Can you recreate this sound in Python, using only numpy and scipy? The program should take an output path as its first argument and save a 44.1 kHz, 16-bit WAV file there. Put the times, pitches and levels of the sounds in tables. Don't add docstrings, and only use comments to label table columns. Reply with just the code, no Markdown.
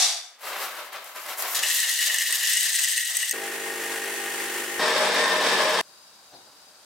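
import sys
import numpy as np
from scipy import signal
from scipy.fft import rfft, irfft
from scipy.io import wavfile
from scipy.ndimage import uniform_filter1d

SR = 44100
rng = np.random.default_rng(int(sys.argv[2]) if len(sys.argv) > 2 else 0)


def transcribe(u):
    v = np.clip(np.atleast_2d(u).T, -1, 1)
    q = np.round(v * 32767).astype(np.int16)
    wavfile.write(sys.argv[1], SR, q)


N = 302085
T = np.arange(N) / SR
HZ = np.fft.rfftfreq(8192, 1 / SR)
PUMP_ON_S, GRINDER_ON_S, GRINDER_OFF_S = 3.331, 4.793, 5.814

# f/Hz, level/dB
RUSTLE_COLOUR = [(40, -44), (150, -33.5), (235, -15.5), (340, -14.5), (520, -2.5), (1100, 0.5), (1700, -2),
                 (4000, -8), (6000, -15), (16000, -22)]
# f/Hz, level/dB
CRACKLE_COLOUR = [(2000, -36.5), (4500, -2.5), (7000, 2), (10000, 2), (13000, 6), (16000, -1.5)]


def amp(db):
    return 10 ** (np.asarray(db) / 20)


def unit_rms(x):
    return x / np.sqrt(np.mean(x ** 2) + 1e-20)


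def log_interp(points, hz):
    f, value = np.transpose(points)
    return np.interp(np.log(hz + 1), np.log(f + 1), value)


def gate(t, at_s, edge_s=.004):
    return np.clip((t - at_s) / edge_s + .5, 0, 1)


def swell(age, rise_s, hold_s, fade_db_per_s):
    return np.clip(age / rise_s, 0, 1) * amp(-fade_db_per_s * np.maximum(age - rise_s - hold_s, 0))


def span(start_s, end_s):
    return T[round(start_s * SR):round(end_s * SR)]


def highpass(x, edge_hz):
    return signal.sosfilt(signal.butter(4, edge_hz, "high", fs=SR, output="sos"), x)


def add(mix, at_s, sound):
    part = mix[max(round(at_s * SR), 0):][:len(sound)]
    part += sound[:len(part)]


def body(colour, peaks=()):
    power = amp(log_interp(colour, HZ)) ** 2
    for hz, width_hz, db in peaks:
        power = power + amp(db) ** 2 / (1 + ((HZ - hz) / width_hz) ** 2) ** 2
    log_gain = np.log(np.r_[power, power[-2:0:-1]] + 1e-12) / 2
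    return np.fft.ifft(np.exp(np.conj(signal.hilbert(log_gain)))).real[:len(HZ)]


def excite(x, response):
    return unit_rms(irfft(rfft(x) * rfft(response, len(x)), len(x)))


def ring(modes, scatter_db=3, detune=0.0045):
    t = T[:SR // 6]
    sound = np.zeros(len(t))
    for hz, width_hz, db in modes:
        decay = amp(db + scatter_db * rng.normal()) * np.exp(-np.pi * width_hz * t)
        struck_hz = hz * (1 + detune * rng.normal())
        sound += decay * np.sin(2 * np.pi * (struck_hz * t + rng.random()))
    return sound


def grains(t, per_s, spread_db):
    hit = rng.random(len(t)) < per_s / SR
    size = np.minimum(rng.exponential(1, len(t)), 4)
    return hit * rng.choice([-1, 1], len(t)) * amp(spread_db * size)


def wander(t, rate_hz):
    coarse = t[::64]
    f = np.fft.rfftfreq(len(coarse), coarse[1] - coarse[0])
    spectrum = rfft(rng.standard_normal(len(coarse))) / (1 + (f / rate_hz) ** 2) ** 2
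    return unit_rms(np.interp(t, coarse, irfft(spectrum, len(coarse))))


def reflections():
    # f/Hz, t60/s
    decay = [(200, 0.58), (2000, 0.49), (8000, 0.05), (16000, 0.04)]
    taps = rng.choice([-1, 1], SR // 4) * (rng.random(SR // 4) < .15)
    hz, s, bands = signal.stft(taps, SR, nperseg=256)
    tail = signal.istft(bands * amp(-60 * s / log_interp(decay, hz)[:, None]), SR, nperseg=256)[1]
    return tail / np.linalg.norm(tail)


def kitchen(t, x, wet_db, side_db, left_db):
    # f/Hz, level/dB
    width = [(50, -22), (180, -54), (350, -27), (700, -17), (1400, -14), (2800, -8.5), (6000, -2.5),
             (14000, 3)]
    echoes = signal.fftconvolve(x, reflections())[:len(t)]
    mid = (x + amp(wet_db) * echoes) / np.sqrt(1 + amp(wet_db) ** 2)
    spot = unit_rms(np.sin(2 * wander(t, 31.6)))
    side_response = signal.fftconvolve(reflections(), body(width))
    side = amp(side_db) * signal.fftconvolve(x * spot, side_response)[:len(t)]
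    cut = signal.windows.tukey(len(t), .002)
    out = np.zeros((2, N))
    for channel, sign in zip(out, (1, -1)):
        add(channel, t[0], (mid + sign * side) * amp(sign * left_db / 2) * cut)
    return out


def worktop_knocks(t):
    # t/s, level/dB, t60/s
    knocks = [(6.315, -54, 0.76), (6.332, -50.5, 0.24), (6.47, -61, 0.97)]
    # f/Hz, level/dB
    colour = [(40, -26), (110, -7), (220, -9), (295, 3), (400, -5), (800, 3), (1200, -14), (3000, -23),
              (4300, -8), (5500, -26), (12000, -40)]
    envelope = sum(amp(db - 60 * np.maximum(t - s, 0) / t60) * gate(t, s) for s, db, t60 in knocks)
    return envelope * excite(grains(t, per_s=2500, spread_db=3.0), body(colour))


def idle_machine():
    # f/Hz, level/dB
    colour = [(30, -23), (110, -12.5), (350, -8), (750, -1.5), (1400, -3), (2100, -10.5), (3300, -9),
              (4800, -5.5), (5600, -8.5), (9000, -10.5), (16000, -21)]
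    # f/Hz, level/dB
    tones = [(592, -75), (3828, -69), (4841, -72), (4866, -69), (4915, -74), (5954, -80), (8646, -80)]
    t = span(GRINDER_OFF_S, N / SR)
    sound = amp(-55) * excite(rng.standard_normal(len(t)), body(colour))
    for hz, db in tones:
        tone = np.sin(2 * np.pi * hz * t + 0.67 * wander(t, 7.2))
        sound += amp(db + 1.0) * unit_rms(tone * (1 + 0.31 * wander(t, 10)))
    return kitchen(t, sound + worktop_knocks(t), wet_db=-17.0, side_db=3.0, left_db=2.0)


def paper_bag():
    # t/s, rise/s, hold/s, rustle level/dB, crinkle level/dB
    moves = [(0.383, 0.11, .17, -34.5, -40), (0.692, 0.023, 0.086, -39.5, -45),
             (0.916, 0.0097, 0.0076, -39, -46.5), (1.04, .02, .02, -44, -47),
             (1.137, .025, 0.13, -38.5, -45.5), (1.264, 0.023, 0.021, -36, -36.5),
             (1.356, .03, 0.15, -35.5, -36.5), (1.714, 0.02, .01, -44.5, -31),
             (1.823, .03, 0.069, -45, -48), (2.053, .025, 0.017, -45, -52), (2.278, 0.02, .03, -46.5, -48),
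             (2.39, 0.024, 0.12, -48.5, -56), (2.613, 0.021, 0.04, -49.5, -54),
             (2.774, 0.02, .02, -51, -52.5), (3.072, 0.031, 0.02, -46.5, -54)]
    # t/s, level/dB
    creases = [(0.9313, -31), (1.043, -29.5), (1.1603, -33), (1.264, -27), (1.2945, -29), (1.4222, -16.5)]
    rustle_db_per_s, crinkle_db_per_s = 66, 125
    t = span(.38, PUMP_ON_S)
    slide, flex = np.zeros((2, len(t)))
    for s, rise_s, hold_s, rustle_db, crinkle_db in moves:
        slide = np.maximum(slide, amp(rustle_db) * swell(t - s, rise_s, hold_s, rustle_db_per_s))
        flex = np.maximum(flex, amp(crinkle_db) * swell(t - s, rise_s, hold_s, crinkle_db_per_s))
    slide *= amp(2.0 * wander(t, 14))
    rustle = slide * excite(grains(t, per_s=6000, spread_db=2.0), body(RUSTLE_COLOUR))
    flex *= amp(2.4 * wander(t, 14))
    crinkle = flex * excite(grains(t, per_s=21000, spread_db=3.5), body(CRACKLE_COLOUR))
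    age = T[:SR // 40]
    for s, db in creases:
        burst = rng.standard_normal(len(age)) * np.exp(-age / 0.0032)
        snap = signal.fftconvolve(burst, body(CRACKLE_COLOUR))
        add(crinkle, s - t[0], amp(db + 0.5) * snap / abs(snap).max())
    return kitchen(t, rustle + crinkle, wet_db=-11.5, side_db=-0.5, left_db=1.8)


def settling_beans():
    # t/s, level/dB
    fade = [(0.0, -19.5), (0.088, -26), (0.38, -63)]
    # f/Hz, level/dB
    colour = [(60, -53), (330, -33.5), (600, -13), (730, -3), (930, -12), (2900, -8), (3550, -0.5),
              (4100, -1.5), (5700, 0), (10000, -9), (16000, -31)]
    # f/Hz, level/dB, time to fall 25 dB/s
    modes = [(730, -27, .42), (3480, -8, .4), (3560, -5, .4), (3660, -5, .25), (4690, -7, .4),
             (4770, -6, .42), (5600, -5, .35), (5760, -4, .33)]
    t = span(0, .42)
    level_db = np.interp(t, *np.transpose(fade)) + 1.5
    rattle = excite(grains(t, per_s=7000, spread_db=1.5), body(colour))
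    cup = unit_rms(sum(amp(db - 25 * t / fall_s) * np.sin(2 * np.pi * hz * t + 1.9 * wander(t, 71))
                       for hz, db, fall_s in modes))
    cup /= np.sqrt(uniform_filter1d(cup ** 2, size=2000))
    cup_share = np.clip(.09 + t * .9, 0, .8)
    sound = amp(level_db) * (np.sqrt(1 - cup_share) * rattle + np.sqrt(cup_share) * cup)
    air = amp(-58.5) * excite(rng.standard_normal(len(t)), body(RUSTLE_COLOUR))
    return kitchen(t, sound + air, wet_db=-9.5, side_db=-0.5, left_db=1.2)


def hard_bean(wall_modes, ping_modes, ping_db, boom_db):
    age = T[:SR // 6]
    burst = rng.standard_normal(len(age)) * np.exp(-age / 0.00093)
    crack = signal.fftconvolve(burst, body(CRACKLE_COLOUR))[:len(age)]
    strike = ring(ping_modes, scatter_db=3.5, detune=0.012) + amp(3.0) * crack
    ping = highpass(strike * (1 - np.exp(-age / 0.00044)), 3300)
    boom = highpass(ring(wall_modes) * (1 - np.exp(-age / 0.0019)), 1360)
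    return amp(ping_db) * ping / abs(ping).max() + amp(boom_db) * boom / abs(boom).max()


def pouring_beans():
    # t/s, hold/s, level/dB, fade/(dB/s)
    gushes = [(1.534, 0.015, -22.5, 140), (1.614, .24, -24.5, 4), (2.409, .42, -24.5, 38)]
    # f/Hz, level/dB
    colour = [(200, -65), (1250, -30), (1750, 2), (2300, -9), (2850, 0), (3700, 2), (4800, -0.5),
              (7000, 0.5), (9500, -3.5), (13500, -8.5), (16000, -17.5)]
    # f/Hz, width/Hz, level/dB
    wall_modes = [(1777, 126, -5), (1920, 64, 0), (2027, 39, -11), (2654, 55, -8.5), (2910, 59, -5.5)]
    # f/Hz, width/Hz, level/dB
    ping_modes = [(6060, 100, -14), (6400, 80, -7.5), (8080, 115, 2.5), (8620, 67, -6.5), (10100, 400, -24)]
    # t/s, ping level/dB, boom level/dB
    hits = [(1.5483, -18, -38), (1.5678, -23, -41), (1.6327, -17, -19.5), (1.6847, -9, -43),
            (1.802, -8, -27), (1.9895, -12, -23), (2.0645, -12, -32), (2.0966, -18, -20.5),
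            (2.143, -8, -21), (2.1839, -8.5, -22), (2.207, -13, -27), (2.3067, -11.5, -31),
            (2.3246, -8.5, -25), (2.5347, -9, -30), (2.5701, -7.5, -25), (2.7571, -22, -28),
            (2.7917, -11, -26), (2.8389, -10, -25), (2.8853, -10, -31), (2.923, -10, -39),
            (2.9773, -10.5, -21), (3.1688, -6.5, -32), (3.2281, -13.5, -22), (3.294, -9, -29),
            (3.3108, -7.5, -29)]
    rise_s, trickle_db = 0.013, -30
    t = span(1.546, PUMP_ON_S)
    surge = np.max([amp(db) * swell(t - s, rise_s, hold, fade) for s, hold, db, fade in gushes], axis=0)
    flow = np.maximum(surge, amp(trickle_db)) * amp(1.56 * wander(t, 40))
    clatter = amp(-2.5) * excite(grains(t, per_s=5000, spread_db=3.0), body(colour))
    booms = sum(excite(grains(t, per_s=110, spread_db=3.5), highpass(ring(wall_modes), 1640))
                for spot in range(4))
    pings = sum(excite(grains(t, per_s=45, spread_db=2.5), highpass(ring(ping_modes, detune=.005), 4500))
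                for spot in range(8))
    pings_db = -11.5 + 8 * gate(t, 2.52, edge_s=0.084)
    hopper = amp(-10.5) * unit_rms(booms) + amp(pings_db) * unit_rms(pings)
    shell_ticks = amp(-10.0) * excite(grains(t, per_s=380, spread_db=2.5), body(CRACKLE_COLOUR))
    sound = flow * (clatter + shell_ticks + gate(t, 1.63) * hopper)
    for s, ping_db, boom_db in hits:
        add(sound, s - t[0], hard_bean(wall_modes, ping_modes, ping_db - 1.5, boom_db + 4.5))
    return kitchen(t, sound, wet_db=-9, side_db=-1.8, left_db=2.0)


def pump():
    # t/s, level/dB
    envelope = [(3.35, -33), (4.464, -30.5), (4.77, -33)]
    # mains harmonic number, level/dB
    harmonics = [(1, -45), (2, -27), (3, -23), (4, -13), (5, -8), (6, -9), (7, -3.5), (8, -0.5), (9, -0.5),
                 (10, -4.5), (11, -7.5), (12, -21), (13, -6.5), (14, -14)]
    # f/Hz, level/dB
    colour = [(30, -47), (130, -25), (200, -22), (370, -2), (600, -6), (900, -2), (1300, -4.5), (1850, 2),
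              (2300, -3), (2900, -2), (4000, -10), (6000, -9.5), (9000, -7.5), (16000, -15.5)]
    # f/Hz, width/Hz, level/dB
    casing = [(363, 36, 2), (797, 17, 4), (1457, 7.8, 3), (1650, 27, 5), (1840, 37, 8.5), (2053, 36, 3.5)]
    mains_hz = 49.97
    t = span(PUMP_ON_S, GRINDER_ON_S)
    level_db = np.interp(t, *np.transpose(envelope)) - 0.1
    strokes = mains_hz * t + 0.0062 * wander(t, 4)
    pipe_hz = np.interp(t, [4.0, 4.4], [455, 365])
    hum = np.zeros(len(t))
    for k, db in harmonics:
        pipe_db = 4 * np.exp(-((k * mains_hz - pipe_hz) / 35) ** 2)
        hum += amp(db + pipe_db + wander(t, 2.8)) * np.cos(2 * np.pi * (k * strokes + rng.random()))
    throb = 1 + 0.18 * np.cos(2 * np.pi * strokes)
    one_stroke = rng.standard_normal(round(SR / mains_hz))
    buzz = unit_rms(highpass(np.resize(one_stroke, len(t)), 670))
    rattle = unit_rms(grains(t, per_s=9000, spread_db=2.0)) * amp(wander(t, 14))
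    drive = (amp(-3) * buzz + rattle) * throb
    sound = amp(level_db) * excite(drive, body(colour, casing)) + amp(-40.5) * unit_rms(hum)
    return kitchen(t, sound, wet_db=-21.5, side_db=-0.7, left_db=1.3)


def gear_motion(t):
    # t/s, free f/Hz, loaded f/Hz, sag time constant/s
    runs = [(4.77, 1852, 1718, .045), (5.191, 1827, 1670, .2)]
    free_s, spin_up_s = .085, 0.028
    whine_hz, load = np.zeros((2, len(t)))
    for s, free_hz, loaded_hz, sag_s in runs:
        bite = 1 - np.exp(-np.maximum(t - s - free_s, 0) / sag_s)
        takeover = gate(t, s, edge_s=spin_up_s)
        whine_hz += takeover * (free_hz + (loaded_hz - free_hz) * bite - whine_hz)
        load += takeover * (bite - load)
    jitter = (0.0021 + 0.0091 * load) * wander(t, 39)
    return np.cumsum(whine_hz * (1 + jitter)) / SR, load


def grinder():
    # f/Hz, level/dB
    colour = [(30, -53), (130, -33.5), (290, -13), (410, -4.5), (700, -6.5), (1000, -2.5), (1350, -9),
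              (1780, -4), (2150, -9), (2900, -12), (3650, -8.5), (4200, -12.5), (5200, -12), (6800, -21),
              (8000, -18), (15000, -39)]
    # f/Hz, width/Hz, level/dB
    housing = [(191, 12.5, -11.5), (240, 5.8, -9), (401, 21, -5), (463, 14, -2), (567, 17, -3),
               (622, 19, 1.5), (855, 12, -5), (974, 14, -1), (1067, 13, -3), (1212, 30, -5), (1590, 17, -9)]
    gear_teeth, motor_hz = 41, 619
    t = span(GRINDER_ON_S, GRINDER_OFF_S)
    cycles, load = gear_motion(t)
    once_per_turn = 1 + 0.031 * np.cos(2 * np.pi * cycles / gear_teeth)
    bites = grains(t, per_s=7000, spread_db=1.5) * once_per_turn * amp(0.76 * wander(t, 20))
    crush = amp(-23.5) * excite(bites, body(colour, housing))
    cracks = amp(-46.0) * excite(grains(t, per_s=140, spread_db=2.0), body(CRACKLE_COLOUR))
    mesh = np.sin(2 * np.pi * cycles) + amp(-14) * np.sin(4 * np.pi * cycles)
    whine = amp(-29 - 7.5 * load) * unit_rms(mesh * (1 + .3 * wander(t, 60)))
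    motor = np.sin(2 * np.pi * motor_hz * t + .6 * wander(t, 13))
    drone = amp(-36.5) * unit_rms(motor * (1 + .32 * wander(t, 23)))
    return kitchen(t, crush + cracks + whine + drone, wet_db=-13, side_db=-0.7, left_db=1.5)


def scene():
    return settling_beans() + paper_bag() + pouring_beans() + pump() + grinder() + idle_machine()


def record(dry):
    lowpass = signal.firwin(511, 15900, window=("kaiser", 9), fs=SR)
    return signal.oaconvolve(dry, lowpass[None], "same")


dry = scene()
out = record(dry)
transcribe(out)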